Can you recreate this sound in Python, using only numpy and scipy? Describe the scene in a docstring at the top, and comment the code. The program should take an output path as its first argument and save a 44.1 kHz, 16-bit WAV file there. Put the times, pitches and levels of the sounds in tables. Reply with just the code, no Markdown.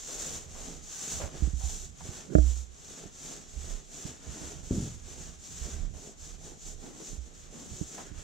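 """A paint roller goes up and down a door in a small bare room, heard from a hand-held camera, over a quiet house.
From the start, each stroke speeds up and slows for the turn: random clicks and noise, coloured three ways, make
the wet nap sizzle, the sleeve swish and the door drone. Bursts of stick and slip chafe, and fingers rumble on the camera.
Bumps from 1.4 s ring the camera's case and mount; it backs away from 1.8 to 4 s, blurring the clicks into hiss.
At 2.3 s a scuff runs into a hard knock, mostly on the right; at 4.7 s a heavy double thud rings the floor boards."""
import sys
import numpy as np
from scipy import signal
from scipy.fft import rfft, irfft, next_fast_len
from scipy.io import wavfile

SR = 44100
rng = np.random.default_rng(int(sys.argv[2]) if len(sys.argv) > 2 else 0)


def master_out(mix):
    """Clip the mix to full scale and print it as 16-bit PCM to the path in sys.argv[1]."""
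    frames = np.transpose(np.atleast_2d(mix))
    ceiling = np.clip(frames, -1, 1)
    pcm = np.round(ceiling * 32767).astype(np.int16)
    wavfile.write(sys.argv[1], SR, pcm)


N = 362943
TIME = np.arange(N) / SR


def from_db(db):
    """Turn decibels into gain."""
    return 10 ** (np.asarray(db) / 20)


def rms_one(x):
    """Scale a sound to rms 1."""
    return x / np.sqrt(np.mean(x ** 2) + 1e-20)


def colour(x, points, share=1):
    """Filter by a curve of (frequency [Hz], level [dB]), or by a share of its decibels."""
    size = next_fast_len(N)
    hz, db = np.transpose(points)
    bins = np.maximum(np.arange(size // 2 + 1) * SR / size, 1)
    curve_db = np.interp(np.log(bins), np.log(hz), db)
    return irfft(rfft(x, size) * from_db(share * curve_db), size)[..., :N]


def drift(rate):
    """Smooth random wandering of rms 1, with a new random target rate times a second."""
    knots = rng.standard_normal(4096)
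    return rms_one(np.interp(TIME * rate, np.arange(len(knots)), knots))


def pan(pair, pan_db):
    """Lean a stereo pair to the left by pan_db; a negative value leans it to the right."""
    return pair * from_db(np.array([[pan_db], [-pan_db]]) / 2)


# how wide the sound spreads in the room, before each source's own width is added:
# (frequency [Hz], side minus middle [dB])
ROOM_WIDTH = [(100, -3.5), (380, -7.5), (750, 2), (1300, -2.5), (2400, -6), (4400, -7.5), (6800, -1),
              (8500, 0.5), (15000, -0.5)]


def in_room(direct, spectrum, width_db):
    """Colour a source and add spread-out sound that differs between the two ports; the middle has rms 1."""
    mid = colour(rms_one(direct), spectrum)
    diffuse = colour(rng.standard_normal(N), spectrum)
    side = from_db(width_db) * colour(diffuse, ROOM_WIDTH)
    return np.array([mid + side, mid - side]) / np.std(mid)


def ring(hz, t60):
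    """One second of a struck mode: a sine that falls by 60 dB in t60 seconds."""
    t = TIME[:SR]
    return np.sin(2 * np.pi * hz * t) * from_db(-60 * t / t60)


def add(track, start_s, sound):
    """Mix a sound into a track at a given time."""
    at = int(round(start_s * SR))
    track[..., at:at + sound.shape[-1]] += sound[..., :N - at]


def snaps(per_s, spread_db, size=N):
    """Random clicks of either sign; a larger spread_db makes a few stand out from many small ones; rms 1."""
    born = rng.random(size) < per_s / SR
    sizes = from_db(spread_db * np.minimum(rng.exponential(1, size), 4.5))
    return rms_one(born * sizes * rng.choice([-1, 1], size))


# colours of the sticky nap, the sleeve and the droning door: (frequency [Hz], level [dB])
SIZZLE_COLOUR = [(2000, -26), (3500, -11.5), (5000, -12), (5900, -2.5), (6700, 0), (7600, -1.5),
                 (8300, -13), (9300, -19), (11300, -26), (12700, -25), (15500, -31.5)]
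SWISH_COLOUR = [(500, 7), (950, 5.5), (1400, 8.5), (2300, 4), (2900, 4), (3500, 2.5), (4200, -7.5),
                (4800, -1), (8000, -15), (15000, -67)]
PANEL_COLOUR = [(70, -22), (150, 11), (280, 6), (420, 4.5), (560, 0.5), (780, -2.5), (1000, -17),
                (2000, -51)]
# where the painted door lies: (frequency [Hz], left minus right [dB])
DOOR_PAN = [(150, -2.5), (400, -3), (1300, 0), (4400, -1), (7000, 1), (15000, 1)]
SIZZLE_LAW, SWISH_LAW, PANEL_LAW = 1.69, 1.44, 1.72   # amplitude grows as speed to this power
SWISH_PRESSURE_SHARE = 0.61   # the swish follows pressure less than the panel does


def roller():
    """Paint threads snap behind the sleeve; the room blurs them into hiss, more so as the camera backs off."""
    speed, pressure_db, (sizzle, swish, panel) = stroke_motion()
    sizzle = lingering(sizzle * speed ** SIZZLE_LAW)
    swish = lingering(swish * speed ** SWISH_LAW * from_db(SWISH_PRESSURE_SHARE * pressure_db))
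    panel = lingering(panel * speed ** PANEL_LAW * from_db(pressure_db))

    near = np.interp(TIME, [1.8, 4.0], [.7, .35])   # direct share of the power
    clicks = np.sqrt(near) * snaps(per_s=3500, spread_db=1.5)
    hiss = np.sqrt(1 - near) * rng.standard_normal(N)
    threads = clicks + hiss

    sticky = reflected(in_room(threads, SIZZLE_COLOUR, width_db=-1.5))
    # a fast roller tears the threads more sharply: the top octave swells faster than the rest
    top = signal.sosfiltfilt(signal.butter(3, 8800, "high", fs=SR, output="sos"), sticky)
    tearing = sizzle / from_db(-53)
    sound = sizzle * (sticky + top * (tearing ** 0.19 - 1)) * from_db(3.0)

    sound += swish * reflected(in_room(threads, SWISH_COLOUR, width_db=1.5)) * from_db(-4.0)

    # the lumpy sleeve drums on the door
    drumming = reflected(in_room(snaps(per_s=1800, spread_db=4.5), PANEL_COLOUR, width_db=-3.5))
    sound += panel * drumming * from_db(-0.05 + 1.75 * drift(25))

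    uneven_nap_db = 1.0 * drift(40) + .5 * drift(130)   # the nap is unevenly loaded as it turns
    left, right = sound * from_db(uneven_nap_db)
    return np.array([colour(left, DOOR_PAN, share=.5), colour(right, DOOR_PAN, share=-.5)])


# strokes of the roller, each lasting until the next; levels are those at top speed and middle pressure,
# before the roller's final mix: (start [s], share of top speed kept at its opening turn [0-1, more counts as 1],
# place of top speed in the stroke [0-1, kept between .05 and .95], sticky sizzle [dB], sleeve swish [dB],
# door panel [dB], rise of the pressure from start to end [dB])
STROKES = [(-0.086, 0.3, 0.65, -43.0, -51.0, -53.5, 9), (0.431, 0.33, 0.51, -49.5, -54.5, -51, 6),
           (0.808, 0.34, 0.62, -43, -50.0, -52.5, 9), (1.265, 0.38, 0.53, -53.5, -53.5, -53, -19),
           (1.539, 0.5, 0.41, -45.5, -57, -56, -1), (1.895, 0.11, 0.61, -50.5, -53.5, -51.5, 12),
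           (2.248, 0.39, 0.68, -50.5, -58, -55.5, -9.5), (2.645, 0.22, 0.72, -52.5, -56.5, -56, 13),
           (3.085, 0.31, 0.54, -49.5, -54.5, -53, 12), (3.435, 0.43, 0.67, -51.5, -55, -54, 10),
           (3.815, 0.26, 0.59, -49.0, -54, -52, 14), (4.153, 0.38, 0.64, -50.5, -51.5, -50.5, -4),
           (4.594, 0.38, 0.44, -49, -54.5, -52.5, 1), (4.952, 0.47, 0.55, -53, -56, -56.0, 2),
           (5.369, 0.41, 0.35, -49, -53.5, -53.5, 19), (5.865, 0.31, 0.62, -54, -64, -54.5, 4),
           (6.132, 0.29, 0.5, -53.0, -59.5, -60.5, 17), (6.361, 0.34, 0.42, -54, -61, -51.5, 15),
           (6.554, 0.37, 0.65, -50.5, -61.5, -55.5, 11), (6.745, 0.2, 0.64, -55.0, -63, -52, 9),
           (6.922, 0.56, 0.62, -50.5, -59.5, -53, 2), (7.165, 0.36, 0.5, -59.0, -64, -58, 14),
           (7.323, 0.6, 0.15, -56.5, -60, -59, 13), (7.483, 0.52, 0.6, -52.5, -60, -54.5, -7),
           (7.889, 1.07, 0.04, -52.5, -55, -49, 6), (8.098, 0.33, 0.28, -55.5, -55, -58.0, -3)]
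LAST_TURN_S = 8.5   # end of the last stroke


def stroke_motion():
    """The arm's motion: share of top speed, pressure in dB, and the top gains of sizzle, swish and panel."""
    starts, turn_speeds, fastest_at, sizzle_db, swish_db, panel_db, rise_db = np.transpose(STROKES)
    turns = np.append(starts, LAST_TURN_S)
    stroke = np.clip(np.searchsorted(turns, TIME) - 1, 0, len(starts) - 1)
    progress = (TIME - turns[stroke]) / np.diff(turns)[stroke]

    crest = np.clip(fastest_at[stroke], .05, .95)
    swing = np.clip(np.minimum(progress / crest, (1 - progress) / (1 - crest)), 0, 1)
    slowest = np.clip(np.interp(TIME, starts, turn_speeds), 0, 1)
    speed = slowest + (1 - slowest) * np.sin(np.pi / 2 * swing)

    pressure_db = rise_db[stroke] * (progress - .5)
    return speed, pressure_db, from_db([sizzle_db[stroke], swish_db[stroke], panel_db[stroke]])


LINGER_S = 0.021   # time constant with which the room holds the power


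def lingering(gain):
    """The room holds on to the power of a sound, which softens every change of level."""
    keep = np.exp(-1 / (LINGER_S * SR))
    power = signal.lfilter([1 - keep], [1, -keep], gain ** 2, zi=[gain[0] ** 2])[0]   # zi: no fade-in
    return np.sqrt(power)


# reflections from the door, frame and painter, before rescaling for the added power:
# (average delay [s], level [dB])
REFLECTIONS = [(.0026, -15), (.0047, -16), (.0079, -19.5), (0.012, -18), (.0190, -12.5)]


def reflected(x):
    """Near surfaces echo the sound; their paths change as the arm moves, so the colour keeps shifting."""
    out, power, sway_s = x.copy(), 1, .00025
    for delay_s, db in REFLECTIONS:
        lag = np.round((delay_s + sway_s * drift(1.6)) * SR).astype(int)
        out += from_db(db) * x[:, np.clip(np.arange(N) - lag, 0, N - 1)]
        power += from_db(db) ** 2
    return out / np.sqrt(power)


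# the sleeve chafing as it lands or turns, level before the swell:
# (time [s], level [dB], length of the fall [s], resonance [Hz], width of the resonance [Hz])
CHAFES = [ (0.085, -49.5, 0.35, 430, 248), (0.543, -52, 0.14, 600, 400), (1.196, -40.5, 0.083, 570, 170),
          (1.205, -45, 0.078, 263, 200), (1.213, -41.5, 0.021, 1200, 900), (1.6, -53, 0.12, 750, 120),
          (2.004, -48.5, 0.019, 816, 260), (4.36, -54, 0.22, 284, 70), (5.936, -58.5, 0.22, 480, 350),
          (6.426, -59, 0.088, 560, 400), (6.813, -64, 0.16, 1380, 600), (6.825, -49.5, 0.23, 255, 90),
          (6.995, -43, 0.043, 340, 44.7), (7.539, -49, 0.24, 215, 79.5), (7.953, -60, 0.24, 1580, 500),
          (7.976, -45.5, 0.046, 720, 300), ]


def chafes():
    """Short runs of stick and slip, each ringing one resonance of the roller or the door."""
    out, t = np.zeros((2, N)), TIME[:SR]
    for s, db, length_s, hz, width_hz in CHAFES:
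        slips = np.array([snaps(per_s=1500, spread_db=4.0, size=SR) for port in range(2)])
        rasp = rms_one(signal.lfilter(*signal.iirpeak(hz, hz / width_hz, fs=SR), slips))
        swell = (1 - np.exp(-t / 0.0017)) * np.exp(-(t / length_s) ** 2)
        both_ports = rasp + 0.19 * rasp[::-1]   # each port also gets a little of the other
        add(out, s, from_db(db) * swell * both_ports)
    return out


def struck(modes):
    """All modes of a part of the camera ring together, as the left and right ports get them."""
    return sum(from_db(db) * ring(hz, t60) * np.array([[left], [right]]) for hz, db, t60, left, right in modes)


# bumps on the camera; the knock level is its peak before the hand stills it: (time [s], gain of mount sway [dB],
# time until the hand stills it [s], case knock [dB], contact cut-off [Hz])
BUMPS = [ (1.421, -18, 0.08, -20, 288), (1.473, -31, 0.018, -21.5, 239), (1.532, -24.5, 0.1, -28.5, 200),
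         (1.634, -24.5, 0.089, -35, 180), (2.088, -32, 0.014, -29, 193), (2.3520, -18, 0.29, 0.5, 3200),
         (2.3840, -16.5, 0.38, -8, 2300), (3.054, -53, 0.024, -33, 190), (3.559, -32, .06, -47, 160),
         (4.051, -58, 0.058, -24.5, 212), (4.276, -39, 0.062, -33.5, 180), (4.414, -47, 0.069, -31, 330),
         (5.607, -33.5, 0.068, -53, 200), (7.129, -37, 0.014, -32, 230), (7.177, -31.5, 0.094, -52, 200),
         (7.812, -54, 0.024, -17, 280), (8.114, -39, 0.068, -30.5, 302), ]
# sway of the camera mount, whose two close modes beat, and ring of the camera case, before each bump's gain:
# (frequency [Hz], level [dB], t60 [s], signed share in the left port, signed share in the right port)
MOUNT_MODES = [(31.6, -14, 1, -.25, -0.58), (61.7, 3, 0.7, 0.17, 1), (70.6, -13, 1, .26, 1)]
CASE_MODES = [(109, -20, 0.1, .2, -0.2), (170, 4, 0.057, 0.012, 0.96), (205, 1.5, 0.037, .1, 0.88),
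              (301.5, 2, 0.18, -0.1, 0.9), (372, -2, 0.031, 0.3, 1), (477, -5, 0.038, -0.39, 0.95),
              (632, -3, 0.1, 0.6, -0.96), (663, -2.5, 0.019, 0.22, -1.2), (1226, -14, 0.031, 0.87, -0.49),
              (1360, -14, 0.033, 0.96, -0.48), (1710, -14.5, 0.027, 0.53, -1.07),
              (1900, -28, 0.027, 0.23, -1), (2500, -23, 0.0076, -0.41, -1)]


def bumps():
    """Each bump sets the case ringing and the mount swaying; a soft contact leaves out the high modes."""
    out, case, t = np.zeros((2, N)), struck(CASE_MODES), TIME[:SR]
    mount_cut_hz = 130   # the rubbery mount passes on only the slow part of a blow
    sway = signal.sosfilt(signal.butter(2, mount_cut_hz, fs=SR, output="sos"), struck(MOUNT_MODES))
    for s, sway_db, free_s, knock_db, contact_hz in BUMPS:
        knock = signal.sosfilt(signal.butter(3, contact_hz, fs=SR, output="sos"), case)
        knock = from_db(knock_db) * knock / np.abs(knock).max()
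        stilled = np.exp(-(t / free_s) ** 4)
        add(out, s, stilled * (knock - from_db(sway_db) * sway))
    return out


# the fingers shift on the camera, levels before mixing:
# (middle [s], half length [s], rumble [dB], deep flutter [dB])
GRIP_SHIFTS = [ (0.01, .03, -69, -52), (0.2, .05, -54.5, -51), (0.345, 0.042, -44.5, -59),
               (0.486, 0.043, -45.5, -60), (0.622, 0.065, -50.5, -46.5), (0.78, 0.057, -48, -53),
               (1.21, 0.058, -37, -45), (1.4, 0.046, -41.5, -42.5), (1.676, 0.17, -46.5, -43),
               (1.895, .04, -42, -46), (2.055, 0.039, -42, -60), (3.06, 0.039, -59, -54),
               (3.604, 0.07, -45.5, -46), (3.722, 0.056, -50, -40), (4.083, .03, -46, -55),
               (4.30, 0.033, -41.5, -62), (4.46, .04, -46, -66), (4.61, .06, -42, -47),
               (4.998, 0.15, -47, -51.5), (5.232, 0.13, -45.5, -53), (5.626, 0.084, -40.5, -60),
               (5.8, .11, -39, -41), (6.336, .16, -51.5, -49), (6.73, 0.077, -50, -47.5),
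               (7.122, .03, -55.5, -45), (7.438, 0.075, -55.5, -52.5), (7.73, 0.034, -43, -56),
               (7.826, 0.026, -46, -46), (8.152, 0.066, -45, -42)]
RESTING_RUMBLE_DB, RESTING_FLUTTER_DB = -63.5, -63   # a still hand, before mixing
# a hand dragging on the camera just before the hard knock, before panning: (time [s], level [dB])
SCUFF = [(2.27, -65), (2.305, -46.5), (2.33, -41.5), (2.348, -44)]
# colours of the deep flutter, the rumble and skin dragging on the case: (frequency [Hz], level [dB])
FLUTTER_COLOUR = [(12, -25), (30, 5.5), (42, -3.5), (60, -23), (150, -37), (1000, -94)]
RUMBLE_COLOUR = [(25, -22), (48, -10.5), (72, 7), (100, -7), (150, -7), (250, -17.5), (600, -41),
                 (2000, -81)]
SKIN_COLOUR = [(60, -15), (160, 11), (320, 6), (520, 1.5), (680, -17), (850, -27), (1600, -18), (3000, -49)]


def grip():
    """Each shift of the fingers swells and fades as a lumpy rumble; a brief scuff runs into the knock."""
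    level, deep = from_db(RESTING_RUMBLE_DB), from_db(RESTING_FLUTTER_DB)
    for s, half_s, rumble_db, flutter_db in GRIP_SHIFTS:
        swell = np.exp(-.5 * np.minimum(((TIME - s) / half_s) ** 2, 20))
        level = np.maximum(level, from_db(rumble_db) * swell)
        deep = np.maximum(deep, from_db(flutter_db) * swell)
    flutter = deep * from_db(-2.5) * in_room(rng.standard_normal(N), FLUTTER_COLOUR, width_db=-11.0)
    lumps = from_db(-4.5 + 1.7 * drift(20))
    rumble = level * lumps * in_room(rng.standard_normal(N), RUMBLE_COLOUR, width_db=-1.5)

    drag = from_db(np.interp(TIME, *np.transpose(SCUFF)))
    during = (TIME > SCUFF[0][0]) & (TIME < SCUFF[-1][0])
    scuff = drag * during * in_room(snaps(per_s=2400, spread_db=0.0), SKIN_COLOUR, width_db=-14.0)
    return pan(flutter, pan_db=-17.0) + pan(rumble, pan_db=-9.5) + pan(scuff, pan_db=-20.0)


# the two hits of the heavy thud on the floor boards: (time [s], gain [dB])
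THUDS = [(4.705, -22), (4.770, -28.5)]
# ringing floor boards, before the gain of each hit: (frequency [Hz], level [dB], t60 [s])
FLOOR_MODES = [(35.2, -10, 0.71), (77, -5.5, 0.6), (119.8, -2, 0.46), (140.8, -5, 0.36), (184.5, -3, 0.32),
               (255, -3.5, 0.46), (333, -9, 0.42), (401, -8.5, 0.22)]
# colour of the room's boom: (frequency [Hz], level [dB])
BOOM_COLOUR = [(30, -8), (90, 6), (200, 7), (420, -11), (680, -21), (1000, -36), (3000, -56)]


def thuds():
    """The floor boards ring under a heavy step and the room booms after them."""
    out, t = np.zeros((2, N)), TIME[:SR]
    # neighbouring modes start in opposite directions
    boards = sum((-1) ** k * from_db(db) * ring(hz, t60) for k, (hz, db, t60) in enumerate(FLOOR_MODES))
    boom_t60, rise_s = .42, .0015
    dying = (1 - np.exp(-t / rise_s)) * np.exp(-np.log(1000) * t / boom_t60)
    for s, db in THUDS:
        boom = dying * in_room(rng.standard_normal(N), BOOM_COLOUR, width_db=-8.0)[:, :SR]
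        add(out, s, from_db(db) * (from_db(-5.0) * boards + from_db(-3.0) * boom))
    return out


# colour of the quiet house: (frequency [Hz], level [dB])
QUIET_COLOUR = [(25, -20), (100, 7.5), (300, -0.5), (1000, -15), (4000, -14.5), (15000, -55)]


def quiet_house():
    """Faint steady noise, spread wide, stands for the quiet of the house."""
    return from_db(-64) * in_room(rng.standard_normal(N), QUIET_COLOUR, width_db=9.0)


def scene():
    """Roller, camera handling and thud over the quiet of the house."""
    return roller() + chafes() + bumps() + grip() + thuds() + quiet_house()


def record(dry):
    """The microphone loses the deepest bass; the top is cut steeply."""
    low_cut_hz, top_cut_hz = 18, 15700
    sound = signal.sosfilt(signal.butter(2, low_cut_hz, "high", fs=SR, output="sos"), dry)
    return signal.sosfilt(signal.ellip(12, .1, 90, top_cut_hz, fs=SR, output="sos"), sound)


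dry = scene()
out = record(dry)
master_out(out)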